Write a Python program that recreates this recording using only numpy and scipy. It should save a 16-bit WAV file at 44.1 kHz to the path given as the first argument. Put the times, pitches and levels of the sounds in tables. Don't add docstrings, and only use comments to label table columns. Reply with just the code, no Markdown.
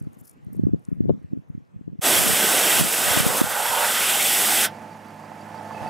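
import sys
import numpy as np
from scipy import signal
from scipy.fft import rfft, irfft, next_fast_len
from scipy.io import wavfile
from scipy.ndimage import uniform_filter1d

SR = 44100
rng = np.random.default_rng(int(sys.argv[2]) if len(sys.argv) > 2 else 0)


def to_linear_factor(level_db):
    exponent = np.asarray(level_db, float) / 20
    return 10 ** exponent


def inscribe(sig):
    pcm = np.round(np.clip(np.atleast_2d(sig).T, -1, 1) * 32767)
    wavfile.write(sys.argv[1], SR, pcm.astype(np.int16))


N = 259749
T = np.arange(N) / SR
SHUT = 4.655


def evened(x):
    return x / np.sqrt(np.mean(x ** 2) + 1e-20)


def read(points, hz):
    f, value = np.transpose(points)
    return np.interp(np.log(hz + 1), np.log(f + 1), value)


def columns(rows):
    s, *rest = np.transpose(rows)
    return [np.interp(T, s, c) for c in rest]


def swells(rows, t, rise, fall, rest_db):
    start, hold, db = np.transpose(rows)[:, :, None]
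    rising = rise * np.maximum(start - t, 0)
    falling = fall * np.maximum(t - start - hold, 0)
    each = db - rising - falling
    return np.maximum(each.max(0), rest_db)


def add(mix, s, sound, lean_db, sense=1):
    part = mix[:, max(round(s * SR), 0):][:, :len(sound)]
    lean = to_linear_factor(np.minimum([[lean_db], [-lean_db]], 0))
    part += sound[:part.shape[1]] * lean * [[1], [sense]]


def resonate(x, hz, width):
    turn = np.exp(2j * np.pi * np.cumsum(hz * np.ones(N)) / SR)
    r = np.exp(-np.pi * width / SR)
    return 2 * (turn * signal.lfilter([1 - r], [1, -r], x / turn)).real


def noise(shape, lean, patchy_db, flicker_db, lifts=()):
    # f/Hz, likeness 0-1
    likeness = [(200, 1), (700, 0.97), (1400, 0.91), (2800, 0.94), (3900, 0.97), (6000, 0.99), (10600, 1),
                (11600, 0.83), (13000, 0.74), (15000, 0.8)]
    frames, hz = N // 256 + 5, np.fft.rfftfreq(512, 1 / SR)
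    a, b, c, d, patches = rng.standard_normal((frames, 257, 5)).T
    patches = uniform_filter1d(patches, size=6, axis=0)
    patches = evened(uniform_filter1d(patches, size=12, axis=1))
    flicker = evened(uniform_filter1d(rng.standard_normal(frames), size=2))
    apart = np.sqrt(1 - np.clip(read(likeness, hz), -1, 1)[:, None] ** 2) * to_linear_factor(4 * patches[::-1, ::-1])
    apart = np.minimum(apart, 1)
    left = a + 1j * b
    right = np.sqrt(1 - apart ** 2) * left + apart * (c + 1j * d)
    z = np.array([left, right]) * to_linear_factor(patchy_db * patches + flicker_db * flicker)
    x = signal.istft(z, window="cosine", nperseg=512, noverlap=256)[1]
    size = next_fast_len(N)
    fine = np.fft.rfftfreq(size, 1 / SR)
    db = read(shape, fine) + sum(lift / (1 + (2 * (fine - f) / w) ** 2) for f, w, lift in lifts)
    lean_db = read(lean, fine) / 2 * np.array([[1], [-1]])
    x = irfft(rfft(x, size) * to_linear_factor(db + lean_db), size)[:, :N]
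    return x / np.sqrt(np.mean(x.mean(0) ** 2))


def hits(rows, t60, spread, trim_db, scatter=1, rise=0.00038):
    out, t = np.zeros((2, N)), np.arange(2500) / SR
    end_fade = signal.windows.tukey(5000, .4)[2500:]
    for (s, db, hz, lean_db), (off, phase) in zip(rows, rng.random((len(rows), 2, 12, 1))):
        partial_hz = hz * np.exp(spread * (2 * off - 1))
        partial_hz = 15000 - abs(15000 - partial_hz)
        partials = np.sin(2 * np.pi * (partial_hz * t + scatter * phase)).sum(0)
        decay = to_linear_factor(db + trim_db - 60 * t / t60)
        hit = partials / np.sqrt(12) * decay * np.minimum(t / rise, 1)
        add(out, s, hit * end_fade, lean_db)
    return out


def tones(lines, waver_db):
    drift = uniform_filter1d(rng.standard_normal((len(lines), N // 100 + 2)), size=30)
    total = 0
    for (hz, db), d in zip(lines, drift):
        waver = np.interp(T * SR / 100, np.arange(len(d)), evened(d))
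        total = total + to_linear_factor(db + waver_db * waver) * np.sin(2 * np.pi * (hz * T + rng.random()))
    return evened(total)


def eddy(hz, turns, phase, edge):
    u = np.arange(-700, 700) / SR * hz
    swing = np.cos(2 * np.pi * u + phase) * np.exp(-(u / turns) ** 2)
    core = np.cos(2 * np.pi * 1.97 * u + phase) * np.exp(-(u / 0.3) ** 2)
    return ((1 - edge) * swing + edge * core) * signal.windows.hann(1400)


def wind(spread_db=4.5):
    # start t/s, hold/s, strength level/dB
    squalls = [(0.0, 0.11, -38.5), (.16, 0.074, -50), (.47, 0.097, -34), (.58, 0.18, -27),
               (.96, 0.091, -28.5), (1.085, 0.043, -19), (1.21, 0.042, -38.5), (1.33, 0.04, -31),
               (1.5, 0.11, -43), (1.76, 0.027, -40.5), (1.89, 0.032, -32.5), (2.17, 0.13, -25.5),
               (2.38, 0.19, -49), (2.8, 0.045, -23), (3.07, 0.12, -29), (3.2, 0.084, -23.5),
               (3.32, 0.18, -37), (3.55, 0.25, -49), (5.82, .1, -42)]
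    # t/s, peak level/dB, f/Hz, left over right/dB
    hill_gusts = [(0.0129, -18, 119, -1.5), (0.072, -17, 187, 2.5), (0.216, -32, 140, 4.0),
                  (0.47, -20.5, 134, 1), (0.5962, -7, 213, -1.5), (0.637, -4.5, 193, -11),
                  (0.653, -6, 107, -6), (0.67, -3.5, 236, 1), (0.736, -3, 204, 0.5),
                  (0.7445, -11.5, 290, 3), (0.8873, -14, 169.3, 2.3), (0.9185, -13.5, 220.4, 3.5),
                  (0.928, -9, 155, 2.5), (1.0072, -2, 208, 2), (1.057, -11, 266, 3),
                  (1.0954, -1.5, 366, 30), (1.101, -11, 510, 7), (1.105, -2, 343, 9),
                  (1.111, -10.5, 291, 6), (1.246, -20, 100, 1), (1.334, -9, 196, -2.5),
                  (1.3745, -15, 197, 2.3), (1.5018, -18, 136, 3), (1.551, -18, 173, -2),
                  (1.579, -18.5, 168, -3.5), (1.763, -21, 109, 1), (1.8125, -22.5, 193, 7),
                  (1.8794, -17.5, 233, 5), (1.899, -32, 170, 7), (1.992, -16.5, 130, 1.4)]
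    # t/s, peak level/dB, f/Hz, left over right/dB
    bay_gusts = [(2.305, -13, 170, -6), (2.333, -13, 168, 6), (2.798, -12, 201, 20), (2.812, -6, 201, -8),
                 (3.1743, -5, 240, 6), (3.2054, -8, 149, 0), (3.2656, -4.5, 172, 1.5), (3.4165, 0, 245, -2),
                 (3.442, -13, 170, 0), (3.701, -23.5, 89.5, -7), (5.818, -30, 95, -8)]
    out = np.zeros((2, N))
    at = np.arange(0, N / SR, 1 / 190)
    squall_db = swells(squalls, at, rise=270, fall=400, rest_db=-62)
    draws = np.c_[rng.random((len(at), 2)), rng.standard_normal((len(at), 3))]
    for t, strength, (u, v, size, pace, lean) in zip(at, squall_db, draws):
        hz = (165 + 1.4 * (strength + 35)) * np.exp(0.36 * pace)
        swirl = to_linear_factor(strength + 2.0 + spread_db * size) * eddy(hz, 1.0, 2 * np.pi * v, 0.19)
        add(out, t + u * 0.00436 - 700 / SR, swirl, 5.3 * lean, -1)
    for t, peak_db, hz, lean_db in hill_gusts + bay_gusts:
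        gust = to_linear_factor(peak_db) * rng.choice([-1, 1]) * eddy(hz, 0.49, 0.12, 0.11)
        add(out, t - 700 / SR, gust, lean_db, -1)
    return out


def far_air():
    # f/Hz, level/dB per Hz
    common = [(40, -20), (100, 0.5), (250, 2), (600, -6.5), (1200, -12), (2600, -17.5), (3600, -25),
              (8000, -30.5), (15500, -41)]
    # f/Hz, level/dB per Hz
    opposed = [(40, -16), (120, 3), (300, -4), (700, -9), (1500, -15.5), (2800, -28.5), (4500, -39),
               (15500, -45)]
    flat, fade_db = [(100, 0), (200, 0)], -3.5 * T
    mid = to_linear_factor(-59.5 + fade_db) * noise(common, flat, 2.6, 0.58)[0]
    side = to_linear_factor(-55 + fade_db) * noise(opposed, flat, 1.5, .6)[0]
    return mid + side * [[1], [-1]]


def grass():
    # f/Hz, level/dB per Hz
    stalks = [(3000, -34), (5500, -11), (8000, -9), (12000, -4.5), (14500, -13), (16000, -20)]
    # start t/s, hold/s, level/dB
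    slides = [
        (0.0, .05, -78),
        (.132, .008, -66),
        (.19, .015, -63),
        (.255, 0.044, -53.5),
        (.53, 0.021, -67),
        (.572, .02, -71),
        (.81, 0.08, -72),
    ]
    # t/s, peak level/dB, f/Hz, left over right/dB
    snaps = [(0.0243, -42, 10200, 6), (0.1286, -48, 13500, 8), (.133, -48, 8200, 4),
             (0.17, -55, 11500, 5.0), (0.189, -40, 11600, 6), (0.2109, -39, 11800, 7),
             (0.2483, -44, 11900, 2.5), (0.2563, -40, 12200, 2.0), (0.2698, -37, 11800, 7),
             (0.2952, -33, 12000, 5), (.296, -38, 7500, 8), (.311, -46, 10000, 4),
             (0.4469, -50, 11200, 3.0), (0.5312, -35, 11300, 5.0), (.538, -50, 10000, 5),
             (0.5656, -39, 11900, 7.5), (0.7946, -53, 8720, 2.0), (0.851, -38, 7200, 3),
             (0.8919, -56, 6120, 18), (1.0515, -60, 6600, -0.5)]
    slide_db = swells(slides, T, rise=830, fall=440, rest_db=-81 - 9 * T)
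    slide = to_linear_factor(slide_db) * noise(stalks, [(100, 3), (200, 5.5)], 2.5, 6.4)
    return slide + hits(snaps, 0.01, 0.3, -2.0)


def port_cracks():
    # t/s, peak level/dB, f/Hz, left over right/dB
    jolts = [
        (.851, -59, 3770, 1),
        (1.005, -55, 2800, 2),
        (1.093, -43, 3260, 14),
        (1.094, -48, 1680, 16),
        (1.65, -64, 4510, 0),
    ]
    return hits(jolts, 0.013, 0.19, 0)


def hillside():
    return far_air() + grass() + port_cracks()


def gain_drop():
    # t/s, drop level/dB
    trips = [
        (2.193, 2.5),
        (2.814, 5),
        (3.21, 4.5),
        (3.416, 7),
    ]
    total_db = 0
    for s, db in trips:
        fall = np.clip((T - s) / 0.0077 + .5, 0, 1)
        recovery = np.exp(-np.maximum(T - s, 0) / 0.54)
        total_db = total_db - db * fall * recovery
    return total_db


def arch_roar(lean, rims):
    # f/Hz, level/dB per Hz
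    roaring = [(250, -35), (400, -8), (520, 0.5), (700, -0.5), (850, -1), (1100, -5.5), (1400, -9.5),
               (2500, -66)]
    # t/s, f/Hz, ringing 0-1
    hollows = [(2, 670, 0.55), (2.6, 700, 0.35), (3.1, 700, 0.03), (3.4, 644, 0), (3.5, 840, 0.7),
               (3.61, 830, 0.57), (3.68, 940, 0.96), (3.76, 895, 0.75), (3.83, 950, 0.3), (3.92, 800, 0.4),
               (4.05, 810, .5), (4.65, 766, 1)]
    roar = noise(roaring, lean, 1.02, 1.0, rims)
    hollow_hz, ringing = columns(hollows)
    hollow = evened(resonate(roar, hollow_hz, 117))
    return np.sqrt(1 - np.clip(ringing, 0, .95) ** 2) * roar + ringing * hollow


def lance(hiss_db, splash_db, roar_db, tread_db):
    # f/Hz, level/dB per Hz
    hissing = [(2240, -26), (3800, -7), (4230, -8.5), (5520, -5.5), (6110, -6), (6730, -4.5), (7920, 0),
               (9370, -1.5), (12500, -2), (14600, -4.5), (16000, -17.5)]
    # f/Hz, level/dB per Hz
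    splashing = [(1300, -22), (1900, 1), (2400, -1), (3100, 0.5), (3650, -2), (3950, -8), (4600, -9.5),
                 (5500, -7.5), (7000, -20)]
    # f/Hz, level/dB per Hz
    treading = [(700, -78), (1000, -6.5), (1200, -2), (1500, 3.5), (1900, -6), (2300, -31), (3200, -48)]
    # f/Hz, level/dB per Hz
    underside = [(50, -62), (110, -21), (200, 0.5), (330, 0.5), (460, 2.5), (650, -44), (1200, -60)]
    # t/s, level over hiss/dB
    drumming = [
        (2.03, -18.5),
        (2.13, -13),
        (2.7, -13.5),
        (3.3, -16.5),
        (3.7, -21),
        (4.2, -21.5),
        (4.6, -17),
    ]
    # f/Hz, width/Hz, lift/dB
    rims = [(466, 38, 2), (601, 27, 3), (754, 7, 8), (858, 12, 5), (942, 22, 3), (1247, 70, 2.5),
            (1529, 55, 3), (1948, 50, 2.5), (2676, 32, 3.5), (3255, 50, 3), (3478, 70, 2.5),
            (7924, 40, 3.5), (8146, 95, 2.5), (12527, 45, 2.5)]
    # f/Hz, left over right/dB
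    jet_lean = [(60, 0), (150, -2), (380, -4.5), (950, -6), (2380, -2.5), (4200, 0), (10000, -1.5),
                (15000, 0)]
    hiss = noise(hissing, jet_lean, 0.99, 0.74, rims)
    splash = to_linear_factor(splash_db) * noise(splashing, jet_lean, 1.34, 0.79, rims)
    tread = to_linear_factor(tread_db) * noise(treading, jet_lean, 1.17, 0.29, rims)
    roar = to_linear_factor(roar_db) * arch_roar(jet_lean, rims)
    drum = to_linear_factor(columns(drumming)[0]) * noise(underside, jet_lean, 2.3, 0.43)
    after = np.maximum(T - SHUT, 0)
    spurt_db = 2.4 * np.exp(-((T - SHUT) / 0.066) ** 2)
    hiss = hiss * to_linear_factor(-1100 * after)
    splash = splash * to_linear_factor(-600 * after + spurt_db)
    low = (tread + roar + drum) * to_linear_factor(-480 * after)
    return to_linear_factor(hiss_db) * (hiss + splash + low)


def pump_hum(level_db):
    # f/Hz, level/dB
    hum_lines = [(102.8, -1.5), (156, -4.5), (210, 2), (231, -4), (314, -6.5)]
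    return to_linear_factor(level_db - 5.0) * tones(hum_lines, .5) * to_linear_factor([[-1.7], [1.7]])


def pump_casing(level_db):
    # f/Hz, width/Hz, level/dB
    modes = [(657, 22, 7), (700, 35, 10.5), (800, 47, 10), (876, 15, 11), (1030, 46, -20), (1290, 27, -8),
             (1740, 25, 0.5), (1950, 37, -11), (2600, 30, -14)]
    # f/Hz, level/dB
    whine_lines = [(495.3, -59), (522.2, -56), (597.5, -56.5), (624.5, -54), (699.8, -52.5), (748.3, -53),
                   (802.1, -56), (855.9, -50), (882.9, -45.5), (1012, -57), (1281, -61), (1701, -64),
                   (1740, -62), (1976, -66)]
    strokes = np.diff(np.floor(52.66 * T), prepend=0)
    strokes = strokes * to_linear_factor(0.65 * rng.standard_normal(N))
    drive = 0.29 * evened(strokes) + 0.68 * rng.standard_normal(N) + 0.61 * rng.standard_normal((2, N))
    casing = 0
    for hz, width, db in modes:
        ring = signal.lfilter(*signal.iirpeak(hz, hz / width, SR), drive)
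        casing = casing + to_linear_factor(db) * evened(ring)
    whine = to_linear_factor(-3) * tones(whine_lines, 2.6)
    return to_linear_factor(level_db) * (to_linear_factor(-5.5) * evened(casing) + whine) * to_linear_factor([[-3], [3]])


def belt_squeak():
    crank = (6.17 * (T - 4.936)) % 1
    judder = 0.93 + 0.62 * np.cos(2 * np.pi * 6 * crank)
    slip = .08 + np.exp(-(1 - crank) / 0.15) * judder * np.minimum((1 - crank) / 0.019, 1)
    squeak_hz = 4560 + 90 * crank
    tone = np.sin(2 * np.pi * np.cumsum(squeak_hz) / SR)
    rasp = 0.42 * evened(resonate(rng.standard_normal(N), squeak_hz, 60))
    return slip * (tone + rasp)


def yard_wash():
    # f/Hz, level/dB per Hz
    yard = [(40, -32), (90, -17), (160, -6), (240, -7), (372, -13), (873, -13), (1180, -16.5), (1720, -17),
            (2700, -25), (3740, -34), (5500, -32.5), (10000, -38), (14500, -41), (16000, -54)]
    # f/Hz, left over right/dB
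    bay_lean = [(60, 4), (150, -4), (380, -5.5), (950, -8), (2380, -7), (4200, -0.5), (10000, 3),
                (15000, 3)]
    return noise(yard, bay_lean, 0.68, 0.92)


def pump_knocks():
    # t/s, peak level/dB, f/Hz, left over right/dB
    knocks = [(4.862, -41, 690, -4), (5.01, -46, 880, -4), (5.163, -44, 875, -5), (5.24, -32, 890, -8),
              (5.279, -45, 860, -5), (5.318, -26.5, 860, -12), (5.47, -38, 860, -9), (5.508, -30, 866, -3),
              (5.544, -24.5, 880, -10), (5.61, -24, 800, -8), (5.709, -21, 953, -4.5),
              (5.7165, -31, 1090, -6), (5.748, -24, 676, -5), (5.778, -27, 880, -8),
              (5.815, -22.5, 800, -5), (5.829, -21, 750, -5), (5.861, -20, 800, -5)]
    # t/s, peak level/dB, f/Hz, left over right/dB
    clinks = [(5.1407, -52, 2440, -3.5), (5.574, -47, 4720, -7), (5.744, -39, 2600, -7),
              (5.762, -46, 2630, -7), (5.776, -35, 2560, -9), (5.792, -45, 2610, -7), (5.81, -48, 2590, -6),
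              (5.826, -46, 2600, -6), (5.842, -48, 2600, -6.5), (5.864, -38, 2600, -6),
              (5.874, -41, 4620, -3)]
    return hits(knocks, 0.056, 0.144, -7, 0.3) + hits(clinks, 0.14, 0.0065, -9, .4, 0.0044)


def drips():
    # t/s, peak level/dB, f/Hz, left over right/dB
    pings = [(5.0836, -55, 11400, -1.0), (5.1394, -54, 14400, 1.5), (5.1968, -53, 9240, -0.5),
             (5.411, -53, 10200, -1.0), (5.4388, -52, 9930, 0.0), (5.4637, -50, 14800, 1.0),
             (5.4906, -50, 9140, 0.5), (5.6278, -51, 9570, 1.0), (5.6543, -52, 9740, 0.0),
             (5.8154, -49, 10700, 1.0), (5.8433, -46, 10100, 1.0), (5.8743, -49, 11000, -0.5)]
    at = np.arange(SHUT, N / SR - .02, 1 / 30)
    u, v, w, lean = rng.random((len(at), 4)).T
    peak_db = -71 + 9 * v ** 2 + 7 * (at - SHUT)
    tiny = np.c_[at + .03 * u, peak_db, 9500 + 5500 * np.sqrt(w), 8 * lean - 4]
    return hits(tiny, .035, .012, 0) + hits(pings, .035, .01, -4, 1, .002)


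def bay(gain_db):
    # t/s, effort level/dB
    load = [
        (4.74, 1.5),
        (5.05, -3),
        (5.23, -2.5),
        (5.7, 4.5),
        (5.79, 6.5),
        (5.825, 10),
        (5.89, 7),
    ]
    effort_db = columns(load)[0]
    hum = pump_hum(-41 + 0.54 * effort_db)
    casing = pump_casing(-42 + effort_db)
    squeak = to_linear_factor(5.0 + 3.9 * (T - SHUT)) * belt_squeak()
    wash = to_linear_factor(-63 + 0.44 * effort_db) * (to_linear_factor(19.0) * yard_wash() + squeak)
    duck_db = np.where(T < SHUT, gain_db, 0)
    return to_linear_factor(duck_db) * (hum + casing + wash) + pump_knocks() + drips()


def scene():
    # t/s, depth into the arch 0-1, share on the tread level/dB, share on the rim level/dB
    aim = [(2.05, 0.26, -12, 0.5), (2.3, 0.3, -9.5, 0), (2.44, 0.14, -8.5, 0.5), (2.55, 0.37, -8.5, 1.5),
           (2.75, 0.35, -9, 0.5), (2.9, 0.36, -10.5, -0.5), (3.15, 0.46, -6.5, 2), (3.35, 0.91, -8, 0),
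           (3.5, 0.82, -1, -0.5), (3.68, 0.75, -5, 1.5), (3.81, 1, -2, 2), (3.95, 0.04, -5, 1),
           (4.08, 0.28, -9.5, 2), (4.2, 0.18, -11, -0.5), (4.33, 0, -12.5, 1.5), (4.45, 0.03, -10, 0),
           (4.57, 0.34, -12.5, -0.5), (4.65, 0.12, -8, 1)]
    change, fade_in = 2.008, 0.048
    depth, tread_db, rim_db = columns(aim)
    gain_db = gain_drop()
    hiss_db = -18.5 + gain_db - depth
    splash_db, roar_db = -4.5 + rim_db, -13.5 + 14 * depth
    jet = lance(hiss_db, splash_db, roar_db, tread_db)
    before = np.clip((change - T) / 0.00085, 0, 1)
    after = np.clip((T - change - .002) / fade_in, 0, 1) ** 1.1
    return before * hillside() + after * (jet + bay(gain_db)) + (before + after) * wind()


def low_pass(x):
    return signal.sosfilt(signal.butter(12, 16210, fs=SR, output="sos"), x)


def record(dry):
    bass_cut = signal.butter(2, 75, "high", fs=SR, output="sos")
    x = signal.sosfilt(bass_cut, dry)
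    limited = np.tanh(x * 0.58) / 0.62
    band_edge = signal.firwin(511, 15750, fs=SR)
    return low_pass(signal.oaconvolve(limited, band_edge[None], "same"))


dry = scene()
out = record(dry)
inscribe(out)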